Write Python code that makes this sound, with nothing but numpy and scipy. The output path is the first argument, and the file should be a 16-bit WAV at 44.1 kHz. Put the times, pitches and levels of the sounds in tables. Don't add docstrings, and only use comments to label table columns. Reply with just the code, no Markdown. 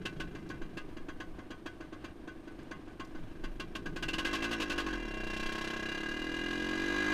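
import sys
import numpy as np
from scipy import signal
from scipy.fft import rfft, irfft
from scipy.io import wavfile
from scipy.ndimage import uniform_filter1d

SR = 44100
rng = np.random.default_rng(int(sys.argv[2]) if len(sys.argv) > 2 else 0)


def convert_level_to_amplitude(level_db):
    exponent = np.asarray(level_db, float) / 20
    return 10 ** exponent


def to_wav(sig):
    pcm = np.clip(np.atleast_2d(sig), -1, 1) * 32767
    pcm = np.round(pcm).astype(np.int16)
    wavfile.write(sys.argv[1], SR, pcm.T)


N = 314433


def level(x, db):
    return x * convert_level_to_amplitude(db) / np.sqrt(np.mean(x ** 2))


def curves(table):
    s, *columns = np.transpose(table)
    return [np.interp(np.arange(N) / SR, s, c) for c in columns]


def noise(points):
    hz, db = np.transpose(points)
    bins_hz = np.fft.rfftfreq(N, 1 / SR)
    gain = convert_level_to_amplitude(np.interp(np.log(bins_hz + 1), np.log(hz), db))
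    return level(irfft(rfft(rng.standard_normal(N)) * gain, N), 0)


def ring(x, hz, width_hz):
    return signal.lfilter(*signal.iirpeak(hz, hz / width_hz, fs=SR), x)


def split(x, hz, kind):
    return signal.sosfilt(signal.butter(4, hz, kind, fs=SR, output="sos"), x)


def swell(at, size, rise_s, fall_s):
    poles = np.exp(-(np.arange(3) / rise_s + 1 / fall_s) / SR)
    sections = [[1, 0, 0, 1, -p, 0] for p in poles]
    jumps = np.bincount(at, size, N)[:N] + 1e-18
    peak = signal.sosfilt(sections, signal.unit_impulse(SR // 10)).max()
    return signal.sosfilt(sections, jumps) / peak


def walk(rate_hz):
    k = int(SR / rate_hz)
    return level(uniform_filter1d(uniform_filter1d(rng.standard_normal(N), k), k), 0)


def even(x):
    return level(x / np.sqrt(uniform_filter1d(x ** 2, SR // 8) + .1), 0)


def bell(at_s, length_s):
    return ((np.arange(N) / SR - at_s) / length_s) ** 2


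# start_s, load_state (0 idle, 1 light load, 2 full load)
LOAD_STATE = [
    (4.0, 0),
    (4.3, 1),
    (5.7, 1),
    (6.1, 2),
    (7.13, 2),
]


def share(state):
    return np.clip(1 - abs(curves(LOAD_STATE)[0] - state), 0, 1)


# start_s, rate_turns_per_s
CRANK_SPEED = [(0, 27), (.6, 26), (3.6, 24.8), (3.9, 28.4), (4.04, 32.5), (4.2, 44.2), (4.39, 54.4),
               (4.5, 57.7), (4.69, 50.4), (4.93, 44.8), (5.11, 33.3), (5.23, 30.2), (5.49, 33.0),
               (5.84, 32.3), (6.18, 39.3), (6.54, 43.7), (6.68, 45.0), (7.13, 52.1)]
# start_s, peak_db
CRANK_MARKS = [(5.1405, -47.5), (5.5827, -67), (5.765, -51), (6.3653, -51), (6.5532, -34)]


def crank():
    hz, = curves(CRANK_SPEED)
    firing_s = np.array([row[0] - .003 for row in IDLE_BANGS + REVVED_BANGS + CRANK_MARKS])
    turns = np.cumsum(hz) / SR
    seen = turns[(firing_s * SR).astype(int)]
    whole = np.cumsum(np.round(np.diff(seen, prepend=seen[0] - 2)))
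    return hz, turns + np.interp(np.arange(N) / SR, firing_s, whole - seen)


def engine():
    hz, turns = crank()
    at = np.flatnonzero(np.diff(np.floor(turns)) > 0)
    thump, bangs = lone_firings(hz)
    hollow = convert_level_to_amplitude(29.5) * chamber(puffs(at, hz) + thump, hz)
    return hollow + bangs + steady_firing(at) + frame_shake(turns, hz)


PUFF_LEVEL = [-50, -44.5, -42.5]


def puffs(at, hz):
    puff_db = sum(db * share(state) for state, db in enumerate(PUFF_LEVEL))
    puff_db = puff_db + 0.56 * (hz - 42) * share(2.3)
    push = swell(at, convert_level_to_amplitude(puff_db[at] + 0.11 * rng.standard_normal(len(at))), 0.000081, 0.00033)
    flutter = swell(at, np.full(len(at), convert_level_to_amplitude(-66.5)), 0.0044, 0.048) * rng.standard_normal(N)
    return push + flutter * (0.6 + 0.42 * share(0))


# pitch_hz, width_hz, idle_db, light_load_db, full_load_db
CHAMBER_MODES = [(92.8, 13, -11.5, -6, -18), (119, 34, -23, -11, -13), (224, 21, -8, 0, -2),
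                 (263, 57.5, -7, -23, -3), (325.9, 41, -0.5, 1.5, 4), (428, 21, -21, -4, -9),
                 (483.5, 19.6, -13.5, -8, -7.5), (635, 20.3, -10, -1, -9), (727.7, 26.4, -13.5, -7.5, -10),
                 (985, 8.5, -16, -1.5, -4.5), (780, 780, -28.5, -19, -29)]


def chamber(push, hz):
    hot = np.clip((hz - 31.5) / 6.8, 0, 1)
    idle = share(0)
    pushes = [push * idle, push * (1 - idle) * (1 - hot), push * (1 - idle) * hot]
    out = 0
    for k, (mode_hz, width_hz, *dbs) in enumerate(CHAMBER_MODES):
        drive = sum(convert_level_to_amplitude(db) * p for db, p in zip(dbs, pushes))
        out = out + (-1) ** k * ring(drive, mode_hz, width_hz)
    return out


def frame_shake(turns, hz):
    shake_db = np.minimum(-51.5 + 19 * np.log2(hz / 42), -51.5)
    judder_db = 14.5 * np.exp(-bell(5.2, .3))
    return convert_level_to_amplitude(shake_db + judder_db + 3.5) * np.sin(2 * np.pi * turns)


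# pitch_hz, width_hz, lone_firing_db, light_load_db, full_load_db
METAL_RINGS = [(1079.6, 19, -1, -47, -40), (1229, 10.5, -6, -21, -8.5), (1501, 13, 3.5, -7, -7),
               (1630, 45, -2, -5.5, -10.5), (1940, 12, -11.5, -37, -50), (2057, 15, -5.5, -8, -8),
               (2372, 13, -9.5, -7, -8), (2690, 4.3, -25, -4, -36), (2820, 11, -8.5, -35, -18),
               (2820, 54, -16, -16.5, -16), (3264, 41, -11, -11.5, -42), (3245, 28, -13, -12.5, -32),
               (3938, 46, -22.5, -16.5, -13), (4743, 63, -19, -22, -20), (5500, 16, -49, -16.5, -25),
               (6300, 480, -25, -26, -24), (6390, 230, -32, -31, -30)]


def metal(shake, column):
    return sum((-1) ** k * convert_level_to_amplitude(m[column]) * ring(shake, m[0], m[1]) for k, m in enumerate(METAL_RINGS))


# pitch_hz, level_db (per Hz)
GAS_COLOUR = [(290, -11), (500, -1), (922, -5), (1050, 1), (1300, -3), (1610, 0), (2200, -10.5), (2760, -4),
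              (3560, -11), (6390, -25.5), (15000, -44.5)]


def sizzle(envelope, low_hz=4000):
    high_pass = signal.butter(2, low_hz, "high", fs=SR, output="sos")
    return envelope * signal.sosfilt(high_pass, noise(GAS_COLOUR))


# start_s, peak_db, crack_db
IDLE_BANGS = [(0.055, -27, -30), (0.2015, -28, -35), (0.3513, -36.5, -49), (0.5012, -31, -62),
              (0.6173, -37, -54), (0.7726, -32, -37.5), (0.8892, -48, -66), (0.9689, -36, -60),
              (1.0865, -33, -57), (1.2031, -30.5, -47), (1.3872, -39.5, -66), (1.506, -33, -46),
              (1.6604, -29.5, -43), (1.806, -37, -71), (1.9268, -38, -75), (2.043, -33, -44),
              (2.2763, -35.5, -57), (2.476, -41.5, -68), (2.5883, -41.5, -78), (2.7121, -31, -62),
              (2.8783, -44.5, -82), (2.9985, -29.5, -64), (3.1504, -40.5, -68)]
# start_s, peak_db, crack_db
REVVED_BANGS = [(3.439, -30.5, -42), (3.5989, -28.5, -33.5), (3.7528, -29.5, -31.5), (3.859, -29.5, -43),
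                (3.962, -29.5, -34.5), (4.026, -25, -29.5), (4.0838, -28.5, -29), (4.134, -28, -28),
                (4.1839, -24, -25), (4.2494, -24.5, -27), (4.3309, -25.5, -27), (4.4236, -26.5, -31),
                (4.5111, -27, -31), (4.6012, -26, -28), (4.6984, -26, -28.5), (4.78, -24, -27.5),
                (4.8643, -28, -37.5), (4.93, -28.5, -40)]
# rate_turns_per_s, level_db
SECOND_BANG = [(43.5, -29), (45.5, -9.5), (55, 0)]
# pitch_hz, width_hz, level_db
STRUCK_FINS = [(2635, 17, -1.5), (2753, 25, 0), (2920, 27, -6)]


def lone_firings(hz):
    s, peak_db, crack_db = np.transpose(IDLE_BANGS + REVVED_BANGS)
    first = ((s - .003) * SR).astype(int)
    again_db = np.interp(hz[first], *np.transpose(SECOND_BANG))
    both = np.r_[first, first + (SR / hz[first]).astype(int)]

    def burst(db, gain_db, rise_s, fall_s):
        return swell(both, convert_level_to_amplitude(np.r_[db, db + again_db] + gain_db), rise_s, fall_s)

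    thump_db = -34.5 + 0.43 * (peak_db + 31.5) - 7 * share(1)[first]
    thump = swell(first, convert_level_to_amplitude(thump_db - 14.5), 0.00045, 0.00032)
    envelope = burst(peak_db, 11, 0.003, 0.013)
    gas = convert_level_to_amplitude(-26) * envelope * noise(GAS_COLOUR)
    walls = metal(envelope * rng.standard_normal(N), column=2)
    crack = sizzle(burst(crack_db, -1.0, 0.0066, 0.011))
    fin_db = -3.5 + 0.87 * crack_db + (1 - 0.87) * peak_db
    strike = burst(fin_db, 20.5, 0.0021, 0.0062) * rng.standard_normal(N)
    fins = sum(convert_level_to_amplitude(db) * ring(strike, fin_hz, width_hz) for fin_hz, width_hz, db in STRUCK_FINS)
    return thump, gas + walls + crack + fins


# peak_s, length_s, sway_db, buffeting_db
WIND_GUSTS = [(.24, .08, -58, -46), (0.646, 0.039, -42, -44), (1.004, 0.25, -46, -64),
              (1.33, 0.069, -58, -50), (3.21, 0.14, -43.5, -56), (3.444, 0.032, -57, -36),
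              (3.533, .04, -59, -35.5), (3.996, 0.39, -64, -45.5), (4.77, 0.12, -51.5, -59),
              (5.257, .08, -48, -46), (5.487, .1, -43, -43), (6.103, 0.42, -68, -53), (6.83, .05, -51, -62)]


def gusts(calm_db, column):
    return convert_level_to_amplitude(calm_db) + sum(convert_level_to_amplitude(g[column] - 10 * bell(g[0], g[1])) for g in WIND_GUSTS)


def wind():
    sway = even(noise([(2, -17), (5, 7.0), (14, 14.0), (22, -28), (60, -59.5)]))
    buffet = even(noise([(10, -55), (20, 29), (34, -9), (50, -7), (90, -58)]))
    return sway * gusts(-55.5, column=2) + buffet * gusts(-59, column=3)


# start_s, level_db
RUSH_LEVEL = [(0, -46.5), (.4, -46.5), (.85, -51), (1.1, -58.5), (3.06, -61), (3.2, -55), (3.6, -52),
              (4.07, -42.5), (7.13, -44)]


def rush():
    rush_db, = curves(RUSH_LEVEL)
    colour = [(60, -5.0), (110, -4.5), (170, 4.5), (230, -6.5), (420, -3.0), (600, -53.5)]
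    return noise(colour) * convert_level_to_amplitude(rush_db - 1) * share(0)


# pitch_hz, level_db (per Hz)
RUNNING_COLOUR = [(24, -45), (40, 8), (146, -2), (325, 0.5), (416, -6.5), (902, -15), (1100, -10),
                  (1410, -18), (1560, -11), (1900, -19.5), (2840, -21), (12000, -49.5), (15400, -54)]


def running_bed():
    return noise(RUNNING_COLOUR) * convert_level_to_amplitude(-53 - 4 * (1 - share(0)) + 1.5 * walk(48))


# start_s, peak_db, pitch_hz
CONTROL_TICKS = [
    (0.49, -51, 4600),
    (2.5194, -72, 8780),
    (2.5594, -76, 4820),
    (2.6294, -68, 6800),
    (3.0475, -56.5, 4870),
    (3.0724, -69, 5870),
]


def ticks():
    out = 0
    for s, db, hz in CONTROL_TICKS:
        burst = swell([int(s * SR)], [convert_level_to_amplitude(db + 6)], 0.00037, 0.0084) * rng.standard_normal(N)
        out = out + ring(burst, hz, hz / 3)
    return out


def swoop():
    at_s = 3.25
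    octaves = np.clip(-13.5 * (np.arange(N) / SR - at_s), -3, 3)
    hz = np.clip(120 * 2 ** octaves, 20, 900)
    return convert_level_to_amplitude(-48.5) * np.exp(-bell(at_s, 0.073)) * np.sin(2 * np.pi * np.cumsum(hz) / SR)


# start_s, burn_db, hiss_db (share of the burn that leaves as hiss)
THROTTLE_BURN = [(0, -51, -21), (.8, -59.5, -9), (1.1, -75, -15), (2.9, -73, -13), (3.2, -57.5, -24),
                 (3.6, -59, -12), (4.05, -55, -17), (4.3, -39, -20), (4.55, -43, -19), (4.95, -41.5, -18.5),
                 (5.14, -41, -8), (5.3, -37.5, -4), (5.48, -35, -3), (5.92, -36, -10.5),
                 (6.19, -40.5, -4.5), (6.5, -39.5, -4.5), (6.77, -38, -5), (7.13, -32, -17)]


def steady_firing(at):
    burn_db, leak_db = curves(THROTTLE_BURN)
    hiss_db = burn_db + leak_db
    size = convert_level_to_amplitude(burn_db[at] + 0.73 * rng.standard_normal(len(at)) + 26.5)
    knock = np.bincount(at, size * convert_level_to_amplitude(23), N)
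    fresh = swell(at, size * convert_level_to_amplitude(-6), .002, .012)
    turbulence = fresh * rng.standard_normal(N)
    shake = split(knock + .22 * turbulence, 3300, "low") + split(turbulence, 3300, "high")
    rings = metal((1 - share(1.96)) * shake, column=3) + metal(share(2.07) * shake, column=4)
    gas = convert_level_to_amplitude(-28) * sizzle(fresh, low_hz=875)
    hiss_size = convert_level_to_amplitude(hiss_db[at] + 2 * rng.standard_normal(len(at)) + 4.5)
    hiss = sizzle(swell(at, hiss_size, 0.0049, 0.011))
    return rings + singing(at, burn_db) + gas + hiss


# pitch_hz, light_load_db, full_load_db, swell_s, fall_s
PIPE_TONES = [(1076, -10.5, -16.5, 0.0099, 0.018), (1638.6, -1, 1, 0.0035, 0.011),
              (2041, -10, -8, 0.0023, 0.014), (2418, -22, -15, 0.0047, 0.013)]
# start_s, pitch_hz, level_db
CROSS_MODE = [(4.3, 2727, -10), (5.0, 2780, -17), (5.6, 2732, -20), (5.9, 2820, -8), (6.4, 2840, -4),
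              (6.7, 2870, -12), (7.13, 2850, -19)]


def singing(at, burn_db):
    tones = []
    for hz, light_db, full_db, rise_s, fall_s in PIPE_TONES:
        gain = share(0.78) * convert_level_to_amplitude(light_db) + share(2) * convert_level_to_amplitude(full_db)
        tones.append((hz, gain, rise_s, fall_s))
    cross_hz, cross_db = curves(CROSS_MODE)
    tones.append((cross_hz, (1 - share(0)) * convert_level_to_amplitude(cross_db), .005, .011))
    out = 0
    for hz, gain, rise_s, fall_s in tones:
        phase = 2 * np.pi * np.cumsum(hz + 3 * walk(20)) / SR
        size = convert_level_to_amplitude(1.2 * rng.standard_normal(len(at)))
        start = phase[at] + .25 * rng.standard_normal(len(at))
        along = swell(at, size * np.cos(start), rise_s, fall_s)
        across = swell(at, size * np.sin(start), rise_s, fall_s)
        out = out + gain * (along * np.sin(phase) - across * np.cos(phase))
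    held = convert_level_to_amplitude(-8.5) * np.exp(-bell(5.196, 0.23)) * np.sin(phase)
    return (out + held) * convert_level_to_amplitude(burn_db + 2.5)


def scene():
    air = wind() + rush() + running_bed() + swoop()
    return (engine() + air + ticks())[None]


# pitch_hz, level_db
ELECTRONICS = [(8780, -84.5), (11690, -89), (11719, -101)]


def whine():
    t = np.arange(N) / SR
    return sum(convert_level_to_amplitude(db + 2.5) * np.sin(2 * np.pi * hz * t) for hz, db in ELECTRONICS)


def band_limit(x):
    return signal.sosfilt(signal.butter(12, 15600, fs=SR, output="sos"), x)


def record(dry):
    top_cut = signal.ellip(8, .2, 60, 15000, fs=SR, output="sos")
    return band_limit(signal.sosfilt(top_cut, dry + whine()))


dry = scene()
out = record(dry)
to_wav(out)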